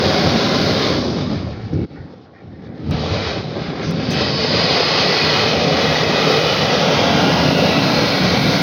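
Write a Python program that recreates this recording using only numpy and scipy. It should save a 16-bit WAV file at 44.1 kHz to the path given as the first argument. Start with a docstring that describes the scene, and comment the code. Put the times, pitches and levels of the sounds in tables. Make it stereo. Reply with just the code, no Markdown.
"""A wide metal snow scraper drones, rasps and hisses over an outdoor ice rink, in two strokes.
A rider on an electric unicycle pushes it. The blade's bite on the ice sets the level of scrape and
spray; the load of snow rumbles. The first stroke dies away at the boards, where the lifted blade
scuffs. The second knocks over ridges, squeaks, passes close by and gathers a heap.
Gusts buffet mainly the right microphone port."""
import sys
import numpy as np
from scipy import signal
from scipy.fft import rfft, irfft, next_fast_len
from scipy.io import wavfile
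from scipy.ndimage import uniform_filter1d, minimum_filter1d, map_coordinates

SR = 44100
rng = np.random.default_rng(int(sys.argv[2]) if len(sys.argv) > 2 else 0)


def to_wav(sig):
    """Store sig (one row per channel, or 1-D mono) as 16-bit WAV at the path in sys.argv[1].

    Samples outside -1..1 are clipped; the rate is SR.
    """
    pcm = np.clip(np.atleast_2d(sig), -1, 1) * 32767
    pcm = np.round(pcm).astype(np.int16)
    wavfile.write(sys.argv[1], SR, pcm.T)  # frames by channels


N = 380141

# blade bite, easing off until it lifts at the boards: time_s, bite_db
FIRST_BITE = [(0.0, -22.3), (0.9, -22.3), (1.06, -29.5), (1.34, -34.5), (1.66, -45), (1.849, -45),
              (1.857, -55), (1.97, -51), (2.27, -61), (2.7, -57), (2.908, -48)]
# blade bite, digging in, lighter in the turn, then bearing down: time_s, bite_db
SECOND_BITE = [(2.912, -37), (3.25, -30.5), (3.471, -41), (3.99, -37.5), (4.219, -24.5), (4.32, -27.5),
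               (4.58, -22), (5.39, -18.5), (5.631, -23), (5.84, -18.5), (8.62, -19)]
# how the rider is heard: time_s, behind_share, turning_share, close_share
RIDER_POSE = [(1.1, 1, 0, 0.26), (1.6, 0.059, 0.8, 0.022), (2.85, 0, 1, 0.35), (3, 0.51, 0.24, 0.95),
              (3.8, 0.83, 0.69, 0.07), (4.3, 0.23, 0.2, 0.73), (7.5, 0.093, 0, 0.85)]
# drone, rasp, hiss: low_hz, high_hz, full_bite_db, db_per_bite_db, turning_db, close_db, close_heap_db
SCRAPE_BANDS = [(390, 937, -20, 0.5648, -6, -0.66, 2.5), (1056, 2930, -26.5, 1.26, 13, 1.24, 2.5),
                (3360, 6640, -23.5, 0.95, -3, -0.081, -3)]
# crunch spectrum from across the rink: freq_hz, level_db
FAR_SPECTRUM = [(400, 7), (620, -3.5), (900, -5), (1500, 0), (2700, -7.5), (3800, -5.5), (5000, -8.5),
                (6000, -21), (6700, -27), (7300, -46), (8000, -75)]
# crunch spectrum close by: freq_hz, level_db
NEAR_SPECTRUM = [(400, -4), (620, -0.5), (900, -3), (1500, -4.5), (2700, -1), (3800, 0.5), (5000, -5.5),
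                 (6000, -13.5), (6700, -20.5), (7300, -45.5), (8000, -87)]
# stereo balance from across the rink: freq_hz, left_minus_right_db
FAR_BALANCE = [(700, 0.5), (1500, 3), (2650, 6.5), (4400, 11), (5300, 13), (7000, 10)]
# stereo balance close by: freq_hz, left_minus_right_db
NEAR_BALANCE = [(300, -5), (520, 3.5), (850, 0), (1200, 4.5), (2500, 2.5), (3100, 6), (3900, 11),
                (5000, 16.5), (7000, 15)]
# likeness of the two ports: freq_hz, correlation
PORT_LIKENESS = [(60, .9), (150, .97), (600, .9), (1200, .62), (5000, .58), (9000, .2)]
# right port's lag behind the left: time_s, lag_ms
PORT_LAG = [(1.5, 0.12), (4, 0.062), (7.6, 0.16)]
# loaded blade's resonances from behind: centre_hz, width_hz, lift_db
BEHIND_MODES = [(471, 46, -15), (558, 150, 4), (867, 120, -9.5), (1060, 81, 5), (2200, 290, 5.5)]
# skimming blade's resonances: centre_hz, width_hz, lift_db
SKIM_MODES = [(785, 70, 5), (970, 130, -6), (1340, 110, 4), (2260, 320, 6)]
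# loaded blade's resonances close by: centre_hz, width_hz, lift_db
CLOSE_MODES = [(445, 40, 11), (490, 60, 6), (570, 60, 4), (760, 110, 3), (1000, 110, -3.5), (1200, 200, 3),
               (1580, 120, -4.5), (1780, 110, -6), (1950, 170, 7), (2215, 110, -6), (2520, 190, 7.5),
               (2730, 120, -7), (2980, 170, 4.5)]
# half-buried blade's resonances: centre_hz, width_hz, lift_db
BURIED_MODES = [(490, 130, 4), (1180, 130, -3), (1420, 140, 5), (1660, 70, 4), (1800, 120, -10),
                (1960, 110, 5)]
# blade jolting over packed snow or hopping clear: start_s, length_s, lift_db
RIDGE_JOLTS = [(1.848, 0.052, -8.5), (3.555, 0.05, 4)]
# snow shoved ahead of the blade: time_s, rumble_db
SNOW_LOAD = [(0, -18), (1.3, -19.5), (1.55, -33), (2.05, -36.5), (2.3, -45.5), (2.8, -31), (3.05, -26),
             (3.55, -27), (4.05, -22), (4.3, -21.5), (5.35, -24.5), (5.6, -20.5), (6.5, -22), (7.3, -17.5),
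             (8.62, -17.5)]
# tumbling snow: freq_hz, level_db
RUMBLE_SPECTRUM = [(20, -35.5), (45, -38.5), (62, -18.5), (80, -5), (190, -0.5), (250, -1.5), (330, -5),
                   (450, -16), (800, -37), (2000, -69.5)]
# flexing of blade and handle: centre_hz, width_hz, lift_db
FLEX_MODES = [(152.9, 13.3, 13)]
# flexing under a full heap: centre_hz, width_hz, lift_db
HEAPED_FLEX_MODES = [(170.3, 66, 6), (277, 19, 7)]
# powder spray: freq_hz, level_db
POWDER_SPECTRUM = [(6000, -28), (7700, -18.5), (9000, -3), (13800, -4.5), (14800, 5), (16000, -5.5)]
# gusts on the microphone: start_s, length_s, level_db, cutoff_hz
WIND_GUSTS = [(1.3, .39, -22, 140), (1.715, .135, -12, 900), (1.99, .07, -25, 160), (2.43, .4, -31, 300),
              (2.84, .06, -20, 300), (2.9, .06, -10, 250), (2.96, .5, -25, 130), (3.1, .08, -19, 120)]
# wind buffeting: freq_hz, level_db
WIND_SPECTRUM = [(20, -32), (48, -22), (80, 0), (220, -5), (400, -9), (700, -32), (4000, -60)]
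# sharp ticks in the scrape: start_s, t60_s, level_db, treble_db
SCRAPE_TICKS = [(1.735, .05, -36, -45), (2.91, .014, -25, -14), (3.91, .012, -26, -9), (4.105, .25, -32, -10)]
# lifted blade brushing the ice: start_s, rise_s, centre_hz, level_db
BLADE_SCUFFS = [(1.945, .04, 1400, -42.5), (2.06, .06, 950, -44), (2.25, .02, 950, -45),
                (2.325, .04, 1500, -47), (2.48, .16, 1450, -47.5), (2.62, .07, 420, -35.5)]
# blows from ice ridges in the turn: start_s, level_db
RIDGE_KNOCKS = [(3.375, -19), (3.608, -17), (3.686, -11), (3.868, -12), (3.887, -11), (3.933, -12),
                (4.088, -13)]
# ring of knocked blade and handle: pitch_hz, level_db, t60_s
KNOCK_RING = [(162, 3.5, 0.094), (105, -9.5, 0.12), (236, -10, 0.066)]
# edge singing on bare ice: start_s, length_s, pitch_hz, width_hz, level_db
EDGE_SQUEAKS = [(3.825, .09, 5400, 1900, -39), (4.109, 0.028, 6050, 700, -32.5),
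                (4.44, .99, 4275, 170, -27.5), (4.15, 1.27, 4750, 1000, -25), (4.5, .6, 4850, 220, -29.5),
                (7.13, .19, 1400, 130, -30), (7.15, .7, 2820, 220, -33), (7.52, .3, 2620, 150, -32),
                (7.9, .62, 2290, 160, -31.5), (7.85, 0.65, 4270, 400, -29.5)]
# hollow ring of the passing blade: time_s, left_centre_hz, lift_db
SWING_RING = [(6.5, 3100, 0), (7.1, 3270, 5), (7.75, 2600, 2.5), (8.62, 2150, 3)]

FULL_BITE_DB = -20.5  # an ordinary firm push
HEAP_START_S, HEAP_GROW_S, HEAP_HEAVY_S = 5.13, 2.3, 7.17
BURY_START_S, BURY_LENGTH_S = 6.65, 0.36  # the heap rises over the blade
TIME_S = np.arange(N) / SR


def amp(db):
    """Decibels to gain."""
    return 10 ** (np.asarray(db) / 20)


def unit(pair):
    """Scale a stereo pair so that its middle has rms 1."""
    return pair / np.sqrt(np.mean(pair.mean(0) ** 2) + 1e-20)


def along(points, hz):
    """(Hz, value) points read on a log axis."""
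    f, v = np.transpose(points)
    return np.interp(np.log(hz + 1), np.log(f + 1), v)


def curves(rows):
    """One value per sample for each column after the time."""
    s, *cols = np.transpose(rows)
    return [np.interp(np.arange(N) / SR, s, c) for c in cols]


def wobble(rate):
    """A smooth random curve, rate knots a second."""
    return map_coordinates(rng.standard_normal(int(N * rate / SR) + 4), [np.arange(N) * rate / SR])


def filtered(x, response):
    """x times a complex response of frequency."""
    m = next_fast_len(N + SR // 2)
    return irfft(rfft(x, m) * response(np.fft.rfftfreq(m, 1 / SR)), m)[..., :N]


def narrow(hz, width_hz):
    """Resonance driven by rubbing: a narrow noise band."""
    phase = 2 * np.pi * np.cumsum(hz * np.ones(N)) / SR
    return ((wobble(width_hz) + 1j * wobble(width_hz)) * np.exp(1j * phase)).real


def register(x, low_hz, high_hz):
    """One steep band, at rms 1."""
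    return unit(filtered(x, lambda hz: 1 / np.sqrt((1 + (low_hz / (hz + 1)) ** 16)
                                                   * (1 + (hz / high_hz) ** 16))))


def modes_db(modes, hz):
    """Summed lift of resonances."""
    return sum(db / (1 + (2 * (hz - centre_hz) / width_hz) ** 2) for centre_hz, width_hz, db in modes)


def burst(start_s, length_s, ramp_s):
    """Gate with linear ramps."""
    age_s = TIME_S - start_s
    return np.clip(np.minimum(age_s, length_s - age_s) / ramp_s + .5, 0, 1)


def delayed(x, ms):
    """Fractional delay of one channel."""
    return map_coordinates(x, [np.arange(N) - ms * SR / 1000])


def port_gains(balance, hz):
    """Left and right gains from a balance table."""
    return amp(along(balance, hz) * np.array([[.5], [-.5]]))


def ports(pair):
    """Make two unrelated signals partly alike; the left port leads."""
    def mix(hz):
        angle = np.arccos(np.clip(along(PORT_LIKENESS, hz), 0, 1)) / 2
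        return np.array([np.cos(angle), np.sin(angle)])
    mid, side = filtered(pair, mix)
    return np.array([mid + side, delayed(mid - side, curves(PORT_LAG)[0])])


def bite_db():
    """Blade bite relative to a firm push."""
    return curves(np.vstack([FIRST_BITE, SECOND_BITE]))[0] - FULL_BITE_DB


def heap_share():
    """Snow piling up before the blade, 0 to 1."""
    return np.clip((TIME_S - HEAP_START_S) / HEAP_GROW_S, 0, 1)


def heavy_for_s():
    """Time since the heap became heavy."""
    return np.maximum(TIME_S - HEAP_HEAVY_S, 0)


def jolt_db():
    """Swell on a snow ridge, dip as the blade hops clear."""
    return sum(db * burst(start_s, length_s, ramp_s=0.025) for start_s, length_s, db in RIDGE_JOLTS)


def crunch(clicks_per_s, spread_db, rub_db, patchy_db, patch_frames):
    """Snow crystals break in dense clicks over smooth rubbing; narrow rings come and go."""
    breaks = rng.random((2, N)) < clicks_per_s / SR
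    signs = rng.choice([-1, 1], (2, N))
    sizes = amp(spread_db * np.minimum(rng.exponential(size=(2, N)), 4))
    grit = unit(breaks * signs * sizes) + amp(rub_db) * unit(rng.standard_normal((2, N)))
    spectra = signal.stft(grit, nperseg=2048)[2]
    patches = uniform_filter1d(rng.standard_normal(spectra.shape[1:]), size=4, axis=0)
    patches = uniform_filter1d(patches, size=patch_frames, axis=1)
    return signal.istft(spectra * amp(patchy_db * patches / patches.std()), nperseg=2048)[1][:, :N]


def heard(grit, spectrum, balance, modes):
    """Crunch through the blade, reaching the ports from one place."""
    return filtered(grit, lambda hz: amp(along(spectrum, hz) + modes_db(modes, hz))
                    * port_gains(balance, hz))


def scrape(judder_hz=42, judder_db=.35, drone_judder_db=.9, damp_db_per_s=3.5):
    """The blade drones, rasps and hisses: harder bite is louder and brighter; the pressure judders."""
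    grit = ports(crunch(clicks_per_s=3500, spread_db=2.5, rub_db=0, patchy_db=1.7, patch_frames=11))
    behind, turning, close = curves(RIDER_POSE)
    buried = np.clip((TIME_S - BURY_START_S) / BURY_LENGTH_S, 0, 1)
    places = [(behind, heard(grit, FAR_SPECTRUM, FAR_BALANCE, BEHIND_MODES)),
              (turning, heard(grit, FAR_SPECTRUM, FAR_BALANCE, SKIM_MODES)),
              (close * (1 - buried), heard(grit, NEAR_SPECTRUM, NEAR_BALANCE, CLOSE_MODES)),
              (close * buried, heard(grit, NEAR_SPECTRUM, NEAR_BALANCE, BURIED_MODES))]
    heap, voices = heap_share(), []
    for low_hz, high_hz, db, db_per_bite_db, turning_db, close_db, heap_db in SCRAPE_BANDS:
        band = sum(share * register(sound, low_hz, high_hz) for share, sound in places)
        place_db = turning_db * turning + close * (close_db * (1 - heap) + heap_db * heap)
        skim_db = 1.8 * turning * wobble(rate=24)  # a skimming blade touches on and off
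        voices.append(amp(db + db_per_bite_db * bite_db() + place_db + skim_db) * band)
    drone, rasp, hiss = voices
    judder = narrow(judder_hz, width_hz=40)
    pressure = amp(0.7 * wobble(rate=20) + judder_db * judder)
    damping_db = damp_db_per_s * heavy_for_s()  # the heap presses on the blade
    drone = amp(jolt_db() - damping_db + drone_judder_db * judder) * drone
    return pressure * (drone + rasp + hiss)


def rumble():
    """Tumbling snow shakes the scraper; close by the handle hums, more broadly as the heap grows."""
    lumps = ports(crunch(clicks_per_s=900, spread_db=2.0, rub_db=1.5, patchy_db=1.0, patch_frames=6))

    def shaken(modes):
        return unit(filtered(lumps, lambda hz: amp(along(RUMBLE_SPECTRUM, hz) + modes_db(modes, hz))))
    close, heap = curves(RIDER_POSE)[2], heap_share()
    light = (1 - close) * shaken([]) + close * shaken(FLEX_MODES)
    body = (1 - heap) * light + heap * shaken(HEAPED_FLEX_MODES)
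    return amp(curves(SNOW_LOAD)[0] + jolt_db() + 0.81 * wobble(rate=15)) * body


def powder(base_db=-48.5, db_per_bite_db=1.8, growth_db_per_s=4, close_db=-4.5, turning_db=-23):
    """Powder fizzes off the edge under a hard bite, most from a full heap."""
    fizz = filtered(rng.standard_normal((2, N)), lambda hz: amp(along(POWDER_SPECTRUM, hz)))
    _, turning, close = curves(RIDER_POSE)
    spray_db = base_db + db_per_bite_db * bite_db() + growth_db_per_s * heavy_for_s()
    place_db = close_db * close + turning_db * turning
    return amp(spray_db + place_db + 1.2 * wobble(rate=7.6)) * unit(fizz * amp([[2], [-2]]))


def wind(left_db=-19):
    """Gusts thump the right port and graze the left."""
    air, out = rng.standard_normal((2, N)), np.zeros((2, N))
    for start_s, length_s, db, cutoff_hz in WIND_GUSTS:
        buffet = filtered(air, lambda hz: amp(along(WIND_SPECTRUM, hz)) / (1 + (hz / cutoff_hz) ** 4))
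        out += amp(db) * burst(start_s, length_s, ramp_s=0.029) * buffet / buffet.std()
    return out * amp([[left_db], [0]])


def scrape_ticks(treble_hz=6300, left_db=4, right_db=-10):
    """Sharp ticks: brief, decaying noise bursts in the scrape."""
    out = np.zeros(N)
    for start_s, t60_s, db, treble_db in SCRAPE_TICKS:
        envelope = amp(db - 60 * np.abs(TIME_S - start_s) / t60_s) * (TIME_S >= start_s)
        tick = envelope * rng.standard_normal(N)
        out += filtered(tick, lambda hz: np.where(hz < treble_hz, 1, amp(treble_db)))
    return out * amp([[left_db], [right_db]])


def scuffs(cutoff_hz=2400):
    """Light touches rattle the lifted blade: quick swell, longer fade, off to the left."""
    rattle = crunch(clicks_per_s=400, spread_db=2, rub_db=-6, patchy_db=3.5, patch_frames=3)[:1]
    out = np.zeros(N)
    for start_s, rise_s, centre_hz, db in BLADE_SCUFFS:
        age = np.maximum(TIME_S - start_s, 0) / rise_s
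        band = filtered(rattle, lambda hz: 1 / (1 + (1.5 * np.log2((hz + 1) / centre_hz)) ** 4)
                        / (1 + (hz / cutoff_hz) ** 16))
        out += amp(db) * age * np.exp(1 - age) * unit(band)[0]
    return np.array([out, delayed(out, ms=.45) / 2])


def knocks(attack_s=0.0049):
    """Ice ridges give blade and handle dull, briefly ringing blows."""
    out, age_s = np.zeros(N), np.arange(SR // 2) / SR
    ring = sum(amp(db - 60 * age_s / t60_s) * np.sin(2 * np.pi * hz * age_s)
               for hz, db, t60_s in KNOCK_RING)
    blow = ring * (1 - np.exp(-age_s / attack_s))
    for start_s, db in RIDGE_KNOCKS:
        out[round(start_s * SR):][:len(blow)] += amp(db) * blow
    return out


def edge_squeaks(ramp_share=0.3):
    """The edge rubs bare ice and sings in narrow bands, the high ones further left."""
    out = np.zeros((2, N))
    for start_s, length_s, pitch_hz, width_hz, db in EDGE_SQUEAKS:
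        sides = port_gains(NEAR_BALANCE, pitch_hz)
        envelope = amp(db) * burst(start_s, length_s, ramp_s=length_s * ramp_share)
        out += sides / sides.mean() * envelope * narrow(pitch_hz, width_hz)
    return out


def swing(pair, width_hz=480, trough_ratio=1.25, mirror_hz=3000):
    """The passing blade's hollow ring glides down on the left and, half as strong, up on the right."""
    hz, frame_s, spectra = signal.stft(pair, SR, nperseg=1024)
    time_s, *columns = np.transpose(SWING_RING)
    left_hz, db = [np.interp(frame_s, time_s, column) for column in columns]

    def ring_db(centre_hz):
        peak_and_trough = [(centre_hz, width_hz, db), (trough_ratio * centre_hz, width_hz, -db)]
        return modes_db(peak_and_trough, hz[:, None])
    gains = amp([ring_db(left_hz), ring_db(mirror_hz ** 2 / left_hz) / 2])
    return signal.istft(spectra * gains, nperseg=1024)[1][:, :N]


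def scene():
    """Scraper and wind, in stereo."""
    return (swing(scrape()) + scuffs() + knocks() + rumble() + powder()
            + edge_squeaks() + scrape_ticks() + wind())


def record(dry):
    """A limiter eases the highest peaks down; a band limit cuts the top treble."""
    ceiling, top_hz = .95, 15870
    needed_gain = np.minimum(1, ceiling / (np.abs(dry).max(0) + 1e-9))
    gain = uniform_filter1d(minimum_filter1d(needed_gain, size=201), size=201)
    return filtered(dry * gain, lambda hz: hz < top_hz)


dry = scene()
out = record(dry)
to_wav(out)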